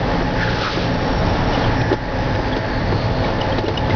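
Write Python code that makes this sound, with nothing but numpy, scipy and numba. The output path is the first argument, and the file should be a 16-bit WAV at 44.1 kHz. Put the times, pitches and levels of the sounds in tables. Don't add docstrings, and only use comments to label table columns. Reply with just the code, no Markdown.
import sys
import numpy as np
from scipy import signal
from scipy.io import wavfile
from scipy.ndimage import uniform_filter1d
from numba import njit

SR = 44100
rng = np.random.default_rng(int(sys.argv[2]) if len(sys.argv) > 2 else 0)


def persist_wave(psi):
    counts = np.round(np.clip(psi, -1, 1) * 32767).astype(np.int16)
    wavfile.write(sys.argv[1], SR, np.atleast_2d(counts).T)


def undo_db(level):
    steps = np.asarray(level, float) / 20
    return 10 ** steps


N = 174195

# (time [s], thud level [dB], crack level [dB], length [s], gain change afterwards [dB])
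KNOCKS = [(0.21, -25.5, -46, 0.0096, -1), (0.772, -18, -43, 0.01, 0), (0.94, -39, -31, 0.021, -0.5),
          (1.813, -24, -25, 0.011, -1.5), (1.914, -17.5, -41.5, 0.012, -2.5),
          (1.927, -16.5, -21, .013, -3.5), (2.349, -28.5, -25.5, 0.011, -1.5), (2.39, -20, -44, 0.0097, 0),
          (2.565, -20, -23, 0.0086, -2.5), (2.689, -28, -40.5, 0.016, 0), (2.922, -15.5, -37, 0.0074, -1),
          (3.244, -26.5, -31.5, 0.025, 1), (3.278, -36, -41.5, 0.013, -2.5),
          (3.583, -19, -19, 0.0095, -4.5), (3.639, -18.5, -38, 0.013, 0.5),
          (3.681, -16.5, -19, 0.014, -0.5), (3.896, -24, -25.5, 0.018, 2.5)]
CRACK_HZ, CRACK_WIDTH_HZ = 3200, 2400


def level(x, db):
    return x * undo_db(db) / np.sqrt(np.mean(x ** 2))


def curve(table, col, t):
    points = np.array(table)
    return np.interp(t, points[:, 0], points[:, col])


@njit
def svf(x, hz, width):
    y = np.empty(len(x))
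    b, l = 0., 0.
    for i in range(len(x)):
        g, k = np.tan(np.pi * hz[i] / SR), width / hz[i]
        v = (b + g * (x[i] - l)) / (1 + g * (g + k))
        b = 2 * v - b
        l = l + 2 * g * v
        y[i] = k * v
    return y


def band(hz, width, steep=True):
    hz = hz * np.ones(N)
    y = svf(rng.standard_normal(N), hz, 1. * width)
    if steep:
        y = svf(y, hz, 1.72 * width)
    return level(y, 0)


def walk(rate):
    k = int(SR / rate)
    steps = np.repeat(rng.standard_normal(N // k + 1), k)
    return 1.13 * uniform_filter1d(uniform_filter1d(steps, k), k)[:N]


def even(x):
    window_s = .13
    return x / np.sqrt(uniform_filter1d(x ** 2, size=int(window_s * SR)) + 0.067)


def road(t, firing):
    # (frequency [Hz], level per Hz [dB])
    spectrum = [(20, -0.5), (75, -12), (150, -7), (400, -14), (800, -14), (1200, -19.5), (2300, -27.5),
                (6000, -33)]
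    # (frequency [Hz], width [Hz], level [dB])
    cab_modes = [(26, 4, -40), (44, 4.6, -32), (852.2, 18, -34.5), (290, 41, -37), (451.6, 41, -35.5),
                 (535, 60, -32.5), (648.6, 27, -41), (764, 41, -41.5), (828.6, 66, -35.5), (954, 27, -44),
                 (1750, 350, -33)]
    # (time [s], level [dB], centre [Hz])
    deck_boom = [(0, -30, 101.5), (.25, -36, 104.8), (.5, -26, 100), (.68, -37, 108.4), (.85, -23.5, 107.4),
                 (1.1, -27, 100), (1.3, -21, 101.5), (1.5, -28, 108), (1.72, -23, 103.8),
                 (1.9, -19.5, 106.4), (2.1, -27, 110.6), (2.3, -21.5, 110.6), (2.6, -30.5, 107),
                 (2.95, -19, 104.7), (3.15, -24, 102.8), (3.5, -39, 109.2), (3.72, -22.5, 104.5),
                 (3.95, -19.5, 102.7)]
    spectrum_hz, spectrum_db = np.transpose(spectrum)
    rumble, swell, rattle = 0, walk(2.6), walk(14)
    for hz in 22 * 2 ** np.arange(0, 8.3, 1 / 3):
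        high = min(hz / 450.0, 1)
        db = np.interp(np.log(hz), np.log(spectrum_hz), spectrum_db) + 10 * np.log10(hz)
        db = db + 0.9 * swell + 0.5 * walk(9) + high * 1.4 * rattle
        clatter = 1 + high * .09 * np.cos(firing)
        rumble = rumble + undo_db(db) * even(band(hz, hz / 4)) * clatter
    cab = sum(undo_db(db + 3.0 * walk(5)) * even(band(hz, width)) for hz, width, db in cab_modes)
    boom = undo_db(curve(deck_boom, 1, t) - 0.5) * even(band(curve(deck_boom, 2, t), 35.6))
    return level(rumble, -21.5) + cab + boom


def knocks(t):
    floor_hz = (280, 345, 430, 520, 620)
    floor_db = (-1, 3, -2, -3, -7)
    ring_on_db, ring_on_lengths = -9, 3
    thud, crack, out = band(397, 450), band(CRACK_HZ, CRACK_WIDTH_HZ, False), 0
    for s, thud_db, crack_db, length, _ in KNOCKS:
        u = np.clip((t - s) / length, 0, 30)
        ring = 0
        for hz, db in zip(floor_hz, floor_db):
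            struck_hz = hz * (1 + 0.034 * rng.standard_normal())
            ring = ring + undo_db(db) * np.sin(2 * np.pi * struck_hz * (t - s) + rng.uniform(0, 2 * np.pi))
        thud_shape = np.exp(-u ** 2) + undo_db(ring_on_db) * np.exp(-u / ring_on_lengths)
        thud_shape = (1 - np.exp(-u / 0.038)) * thud_shape
        crack_shape = (1 - np.exp(-u / 0.039)) * np.exp(-u / 0.82)
        out = out + undo_db(thud_db) * (0.83 * thud + ring) * thud_shape
        out = out + undo_db(crack_db) * crack * crack_shape
    return out


def car(t):
    # (time [s], tyre hiss level [dB], tread whine centre [Hz], whine level [dB])
    passing = [(0, -63, 1750, -44), (.34, -40.5, 1750, -39.5), (.43, -28.5, 1640, -24),
               (.48, -31, 1600, -33), (.55, -29.5, 1576, -28), (.6, -26, 1473, -22.5),
               (.64, -21.5, 1293, -17.5), (.7, -23.5, 1320, -23), (.76, -24, 1290, -29.5),
               (.83, -30.5, 1260, -36.5), (1.1, -46, 1265, -50)]
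    whine_db = curve(passing, 3, t) + 4.3 * walk(30) - 3
    whine = undo_db(whine_db) * band(curve(passing, 2, t), 380)
    hiss = band(2740, 3900, False)
    hum = undo_db(-5) * band(420, 130)
    gusts = undo_db(curve(passing, 1, t) + 1.1 * walk(40))
    return (hiss + hum) * gusts + whine


def engine(t):
    # (time [s], rate [Hz])
    firing_rate = [
        (0, 58.25),
        (1, 58.32),
        (1.6, 58.45),
        (2.2, 58.8),
        (2.8, 59.26),
        (3.4, 59.63),
        (3.95, 59.8),
    ]
    orders = (3, 5, 6, 9, 12, 13, 15, 24, 27, 29, 30, 33, 36, 44, 45)
    order_db = (-31.5, -36, -34, -32.5, -47.5, -41, -41, -47.5, -40.5, -45, -43, -39, -45.5, -42, -53.5)
    order_slope = (0, 2, 1, -4, 1, 2, 2.5, 1, 3, -7, 2, 1, -8.5, 0.5, -8)
    rate = curve(firing_rate, 1, t) * (1 + 0.00031 * walk(3.02))
    turn = 2 * np.pi * np.cumsum(rate) / 3 / SR
    hum = 0
    for order, db, slope in zip(orders, order_db, order_slope):
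        gain = undo_db(db + slope * (t - 1.0) + 3.0 * walk(4)) * np.sqrt(2)
        hum = hum + gain * np.sin(order * turn + rng.uniform(0, 2 * np.pi))
    return hum, 3 * turn


def squeaks(t):
    # (time of peak [s], peak level [dB], pitch [Hz])
    slips = [(0.149, -31.5, 3120), (0.311, -31, 3200), (0.434, -20, 1680), (1.535, -28.5, 2930),
             (1.551, -23.5, 2910), (1.641, -25, 3230), (1.651, -25.5, 3140), (1.815, -28, 2480),
             (2.528, -26.5, 3370), (2.537, -26.5, 3330), (3.247, -22.5, 2246), (3.245, -26.5, 3880),
             (3.417, -17.5, 2930), (3.527, -23, 3200), (3.667, -22.5, 2860), (3.778, -14.5, 2926),
             (3.783, -26, 3710), (3.863, -31.5, 3200), (3.909, -20.5, 2067)]
    swell_s, fade_s, bounce_s, bounce_db = 0.0037, 0.0025, 0.016, -15.5
    out, scrape = np.zeros(N), undo_db(-20) * band(CRACK_HZ, CRACK_WIDTH_HZ, False)
    for s, db, hz in slips:
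        near = slice(max(int((s - .03) * SR), 0), int((s + .05) * SR))
        octave = (2800 < hz < 3100) * undo_db(-9)
        for late, drop_db in ((0, 0), (bounce_s, bounce_db)):
            u = t[near] - s - late
            grit = 1 + 1.2 * uniform_filter1d(rng.standard_normal(len(u)), size=40)
            glide = 1 + 3 * rng.standard_normal() * u
            wobble = 2.2 * uniform_filter1d(rng.standard_normal(len(u)), size=70)
            slip = 2 * np.pi * hz * u * glide + wobble
            shape = np.exp(-(u / np.where(u < 0, swell_s, fade_s)) ** 2 / 2)
            tone = np.sin(slip) + octave * np.sin(2 * slip)
            out[near] += undo_db(db + drop_db) * grit * shape * (scrape[near] + tone)
    return out


def drone(t):
    # (time [s], level [dB])
    driveline = [(0.0, -41), (0.04, -31), (0.08, -35.5), (0.21, -23), (0.73, -48), (0.93, -24), (1.34, -36),
                 (1.77, -27), (2.0, -35.5), (2.18, -22), (2.36, -32.5), (2.54, -25), (2.6, -29.5),
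                 (3.59, -31.5), (3.62, -40), (3.95, -32.5)]
    return undo_db(curve(driveline, 1, t) - 0.5) * even(band(256.9, 8.1))


def turbo(t):
    # (time [s], whistle [Hz], level [dB])
    spool = [
        (0, 5330, -46),
        (.6, 5400, -46),
        (1.1, 5480, -44),
        (1.45, 5550, -42.5),
        (1.75, 5640, -44),
        (2.15, 5850, -46),
        (2.5, 6350, -44),
        (2.8, 6680, -43),
        (3.3, 6750, -46),
        (3.95, 6800, -52),
    ]
    width_hz, spread_hz_per_s = 90, 250
    whistle_hz = curve(spool, 1, t)
    thin = band(whistle_hz, width_hz)
    wide = band(whistle_hz, width_hz + 2 * spread_hz_per_s)
    blur = np.clip(t - 1.7, 0, 1) ** .5
    flicker = undo_db(curve(spool, 2, t) + 3.1 * walk(14))
    return flicker * ((1 - blur ** 2) * thin + 1.5 * blur * wide)


def scene():
    t = np.arange(N) / SR
    hum, firing = engine(t)
    mix = road(t, firing) + knocks(t) + car(t) + hum + squeaks(t) + drone(t) + turbo(t)
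    return mix[None]


def roll_off(x):
    return signal.sosfilt(signal.butter(12, 6880, fs=SR, output="sos"), x)


def record(dry):
    t = np.arange(N) / SR
    duck_attack_s, duck_release_s = .022, .15
    duck_db = -4 * np.exp(-((t - .7) / .075) ** 2 / 2)
    for s, _, _, length, db in KNOCKS:
        u = np.maximum(t - s - length, 0)
        duck_db = duck_db + 1.67 * db * (1 - np.exp(-u / duck_attack_s)) * np.exp(-u / duck_release_s)

    hold_s, squeeze = .04, .15
    hold = np.exp(-1 / (hold_s * SR))
    mean_power = np.mean(dry ** 2)
    power = signal.lfilter([1 - hold], [1, -hold], dry ** 2 - mean_power) / mean_power + 1
    gained = dry * undo_db(duck_db) * np.maximum(power, .1) ** (-squeeze / 2)

    ceiling = .7
    clipped = ceiling * np.tanh(gained / ceiling)
    hissy = clipped + undo_db(-43) * rng.standard_normal(N)
    soft = signal.sosfilt(signal.butter(2, 7000, fs=SR, output="sos"), hissy)

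    step = 4
    kept = step * soft * (np.arange(N) % step == 0)
    taps = signal.firwin(numtaps=65, cutoff=5480, window=("kaiser", 9), fs=SR)
    smooth = signal.fftconvolve(kept, taps[None], mode="same")
    return roll_off(smooth + .0011)


dry = scene()
out = record(dry)
persist_wave(out)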